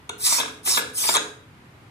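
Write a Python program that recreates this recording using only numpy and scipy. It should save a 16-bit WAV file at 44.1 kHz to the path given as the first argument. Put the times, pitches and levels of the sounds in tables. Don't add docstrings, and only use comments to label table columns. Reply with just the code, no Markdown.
import sys
import numpy as np
from scipy import signal
from scipy.fft import rfft, irfft, next_fast_len
from scipy.io import wavfile
from scipy.ndimage import uniform_filter1d

SR = 44100
rng = np.random.default_rng(int(sys.argv[2]) if len(sys.argv) > 2 else 0)


def transcribe(u):
    v = np.clip(np.atleast_2d(u).T, -1, 1)
    q = np.round(v * 32767).astype(np.int16)
    wavfile.write(sys.argv[1], SR, q)


N = 83790

# frequency in Hz, relative level in dB.
AIR_EQ = [(40, -25), (80, -4.5), (125, -4.5), (190, -12), (300, -12.5), (500, -20.5), (1110, -18),
          (2400, -23), (5700, -37), (13500, -41.5), (15000, -71)]
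REVERB_EQ = [(200, 6.5), (500, 3), (1000, -10), (1500, 1.5), (3000, -4.5), (5000, -4), (7000, -4),
             (9000, -8), (13000, -15.5), (16000, -32.5)]
# frequency in Hz, seconds to fall 60 dB.
REVERB_DECAY = [(200, 0.57), (600, 0.52), (2000, 0.43), (8000, 0.36), (14000, 0.44)]
# frequency in Hz, left-right correlation from 0 to 1.
ROOM_LIKENESS = [(30, 0.2), (100, 1), (300, 0.89), (600, 0.33), (1500, 0)]
# time in seconds, level in dB.
HUM_SWELL = [(1.6, -75), (1.68, -58), (1.85, -58), (1.9, -60)]
# frequency in Hz, lead of the left port in radians.
PORT_LEAD = [(0, 0), (1200, 1.2), (1500, 3.1), (2400, 6.8), (2800, 9.4), (3300, 10.2), (4200, 12.2),
             (4700, 15.7), (5300, 17), (6400, 18.8), (8000, 17.6), (8500, 15.7), (11800, 9.4),
             (15000, 3.14)]
# frequency in Hz, left minus right in dB.
PORT_BALANCE = [(300, -2), (900, 5), (1400, -0.5), (2400, -2.5), (3600, 4), (5500, -5.5), (7000, -9),
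                (8100, 10), (9000, -0.5)]
# frequency in Hz, relative level in dB, seconds to fall 60 dB.
LID_MODES = [(721, -10, 0.048), (837, -3.5, 0.013), (972, 5, 0.018), (1370, 5, 0.0078), (1694, -2, 0.02),
             (2260, -1.5, 0.0099), (2750, 1.5, .006)]
WEIGHT_MODES = [(3475, 7, 0.0089), (3800, -2, 0.045), (4034, -7, 0.034)]
CLINK_MODES = [(5200, -10, .005), (6000, 0.5, 0.0087), (6850, 5.5, 0.004), (8180, -3.5, 0.012),
               (9970, 0.5, 0.007), (12630, -8, 0.0024)]
POT_MODES = [(301.4, -12.5, 0.16), (430, -3.5, 0.11), (565.7, -3.5, 0.026)]
# start in seconds, then lid, weight, clink and pot gains in dB.
HITS = [(.093, -32, -29, -30, -40), (.0958, -26, -33, -33, -32), (.324, -24, -40, -45, -42),
        (.3845, -20, -28, -40, -29), (.392, -23, -32, -45, -29), (.4005, -18, -19, -38, -31),
        (.405, -24, -21, -45, -36), (.4125, -27, -24, -45, -34), (.431, -26, -40, -48, -36),
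        (.459, -28, -28, -38, -36), (.481, -31, -38, -48, -40), (.675, -21, -34, -45, -33),
        (.7725, -16, -19, -40, -36), (.776, -15, -22, -40, -32), (.78, -19, -18, -40, -26),
        (.792, -23, -28, -45, -31), (.822, -30, -32, -46, -36), (1.05, -32, -34, -45, -40),
        (1.089, -19, -19, -24, -36), (1.0935, -16, -24, -19, -35), (1.14, -19, -26, -17, -29),
        (1.152, -23, -23, -34, -27), (1.1605, -12, -21, -16, -30), (1.1675, -15, -17, -14, -31),
        (1.1745, -23, -25, -30, -36)]
# frequency in Hz, relative level in dB.
HISS_EQ = [(3000, -26), (4300, -9), (5200, -4), (6600, -9), (8000, -4), (9050, 0), (10000, -13),
           (11200, -18), (12800, -12), (14000, -15), (15700, -17)]
ROAR_EQ = [(400, -37.5), (900, 0.5), (1250, 8), (1700, -1.5), (2400, 1.5), (3500, 7), (4300, -6),
           (5200, -18), (7000, -13.5)]
# frequency in Hz, boost or cut in dB.
NARROW_GAP_EQ = [(4200, -2), (6200, -8), (8200, -3), (9400, 4), (12000, 2)]
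# time in seconds, hiss level in dB, roar relative to the hiss in dB.
LIFTS = [
    [(.18, -47, -45.5), (.208, -32.5, -17.5), (.24, -23, -35), (.25, -18, -55), (.263, -15, -12),
     (.30, -18, -16.5), (.34, -18.5, -8.5), (.372, -18, -21), (.4, -23.5, -1.5)],
    [(.632, -52, -33.5), (.646, -41, -7), (.655, -29, -18), (.664, -26, -2), (.682, -18.5, -20),
     (.765, -22, -11), (.79, -22.5, -22.5)],
    [(.932, -49, -31), (.956, -32.5, -44), (.982, -23.5, -16), (1.03, -22.5, -19), (1.04, -24.5, -4),
     (1.065, -23, -22), (1.08, -21.5, -10.5), (1.142, -22.5, -12), (1.152, -20, 3)],
]


def amp(db):
    return 10 ** (np.asarray(db) / 20)


def unit_rms(x):
    return x / np.sqrt(np.mean(abs(x) ** 2) + 1e-20)


def curve(points, hz):
    f, value = np.transpose(points)
    return np.interp(np.log(hz + 1), np.log(f + 1), value)


def noise_field(size, patch_bins=1, patch_frames=1):
    a, b, c, d, patches = rng.standard_normal((N * 4 // size + 5, size // 2 + 1, 5)).T
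    patches = uniform_filter1d(uniform_filter1d(patches, patch_bins, 0), patch_frames, 1)
    return a + 1j * b, c + 1j * d, np.fft.rfftfreq(size, 1 / SR), unit_rms(patches)


def to_wave(spectra):
    size = 2 * (spectra.shape[-2] - 1)
    return signal.istft(spectra, nperseg=size, noverlap=size * 3 // 4)[1][..., :N]


def room_stereo(a, b, hz):
    same = curve(ROOM_LIKENESS, hz)[:, None]
    return np.array([a, same * a + np.sqrt(1 - same ** 2) * b])


def room_tone():
    a, b, hz, patches = noise_field(2048, patch_bins=4, patch_frames=8)
    colour = amp(curve(AIR_EQ, hz)[:, None] - patches)
    return amp(-49.5) * unit_rms(to_wave(room_stereo(a, b, hz) * colour))


def hum(pitch_hz=125.4, waver_hz=.7):
    level = amp(np.interp(np.arange(N) / SR, *np.transpose(HUM_SWELL)))
    waver = waver_hz * unit_rms(uniform_filter1d(rng.standard_normal(N), size=4000))
    return level * np.sqrt(2) * np.sin(2 * np.pi * np.cumsum(pitch_hz + waver) / SR)


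def kitchen_reverb(x, predelay_s=.003):
    a, b, hz, _ = noise_field(256)
    t = np.arange(a.shape[1]) * 64 / SR
    t60 = curve(REVERB_DECAY, hz)[:, None]
    decay = room_stereo(a, b, hz) * amp(-60 * t / t60) / np.sqrt(t60)
    tail = to_wave(decay * amp(curve(REVERB_EQ, hz))[:, None])[:, :SR]
    tail /= np.linalg.norm(to_wave(decay)[0])
    tail = np.pad(tail, ((0, 0), (round(predelay_s * SR), 0)))
    return signal.fftconvolve(x[None], tail, axes=1)[:, :N]


def mic_ports(x):
    size = next_fast_len(N + 4096)
    hz = np.fft.rfftfreq(size, 1 / SR)
    lead = np.interp(hz, *np.transpose(PORT_LEAD))
    left = amp(curve(PORT_BALANCE, hz) / 2) * np.exp(.5j * lead)
    return irfft(rfft(x, size) * np.array([left, 1 / left]), size)[:, :N]


def metal_ring(modes, detune=.029, spread_db=1.5):
    t = np.arange(4000)[:, None] / SR
    hz, db, t60 = np.transpose(modes)
    level_jitter, pitch_jitter = rng.standard_normal((2, len(modes)))
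    envelopes = amp(db + spread_db * level_jitter - 60 * t / t60)
    tones = envelopes * np.sin(2 * np.pi * hz * (1 + detune * pitch_jitter) * t)
    return tones @ (-1.) ** np.arange(len(modes))


def weight_chatter(scrape_s=.00092, snap=.92):
    t, out = np.arange(500) / SR, np.zeros(N)
    for start, *gains in HITS:
        for db, modes in zip(gains, (LID_MODES, WEIGHT_MODES, CLINK_MODES, POT_MODES)):
            scrape = rng.standard_normal(len(t)) * t * np.exp(-t / scrape_s)
            blow = (scrape / np.linalg.norm(scrape) + snap * (t == 0)) / np.hypot(1, snap)
            knock = amp(db) * signal.fftconvolve(blow, metal_ring(modes))
            out[round(start * SR):][:len(knock)] += knock
    return out


def steam_jet(flicker_db=3.5, open_db=-22, narrow_db=-22.5, shut_db_per_s=701):
    noise, _, hz, patches = noise_field(512, patch_bins=6, patch_frames=16)
    turbulence = noise * amp(flicker_db * patches)
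    hiss_eq = curve(HISS_EQ, hz)
    colours = hiss_eq, hiss_eq + curve(NARROW_GAP_EQ, hz), curve(ROAR_EQ, hz)
    wide, thin, roar = (unit_rms(to_wave(turbulence * amp(eq)[:, None])) for eq in colours)
    t, out = np.arange(N) / SR, np.zeros(N)
    for lift in LIFTS:
        times, hiss_db, roar_db = np.transpose(lift)
        level_db = np.interp(t, times, hiss_db, left=-120)
        release_db = shut_db_per_s * np.maximum(t - times[-1], 0)
        narrowness = np.clip((level_db - open_db) / (narrow_db - open_db), 0, 1)
        hiss = wide + narrowness * (thin - wide)
        out += amp(level_db - release_db) * (hiss + amp(np.interp(t, times, roar_db)) * roar)
    return out


def scene():
    low_cut = signal.butter(3, 171, "high", fs=SR, output="sos")
    cooker = signal.sosfilt(low_cut, steam_jet() + weight_chatter())
    return mic_ports(cooker) + kitchen_reverb(cooker) + room_tone() + hum()


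def record(dry, threshold_db=-19, duck_share=.5, recover_db_per_s=7.5, high_cut_hz=15780):
    power = uniform_filter1d((dry ** 2).mean(0), size=440)
    over_db = 10 * np.log10(abs(power) + 1e-12) - threshold_db
    recovery = np.arange(N) * recover_db_per_s / SR
    held_db = np.maximum.accumulate(duck_share * over_db + recovery) - recovery
    duck_db = uniform_filter1d(np.maximum(held_db, 0), size=881, origin=440)
    high_cut = signal.firwin(1023, high_cut_hz, window=("kaiser", 9), fs=SR)
    return signal.oaconvolve(dry / amp(duck_db), high_cut[None], "same")


dry = scene()
out = record(dry)
transcribe(out)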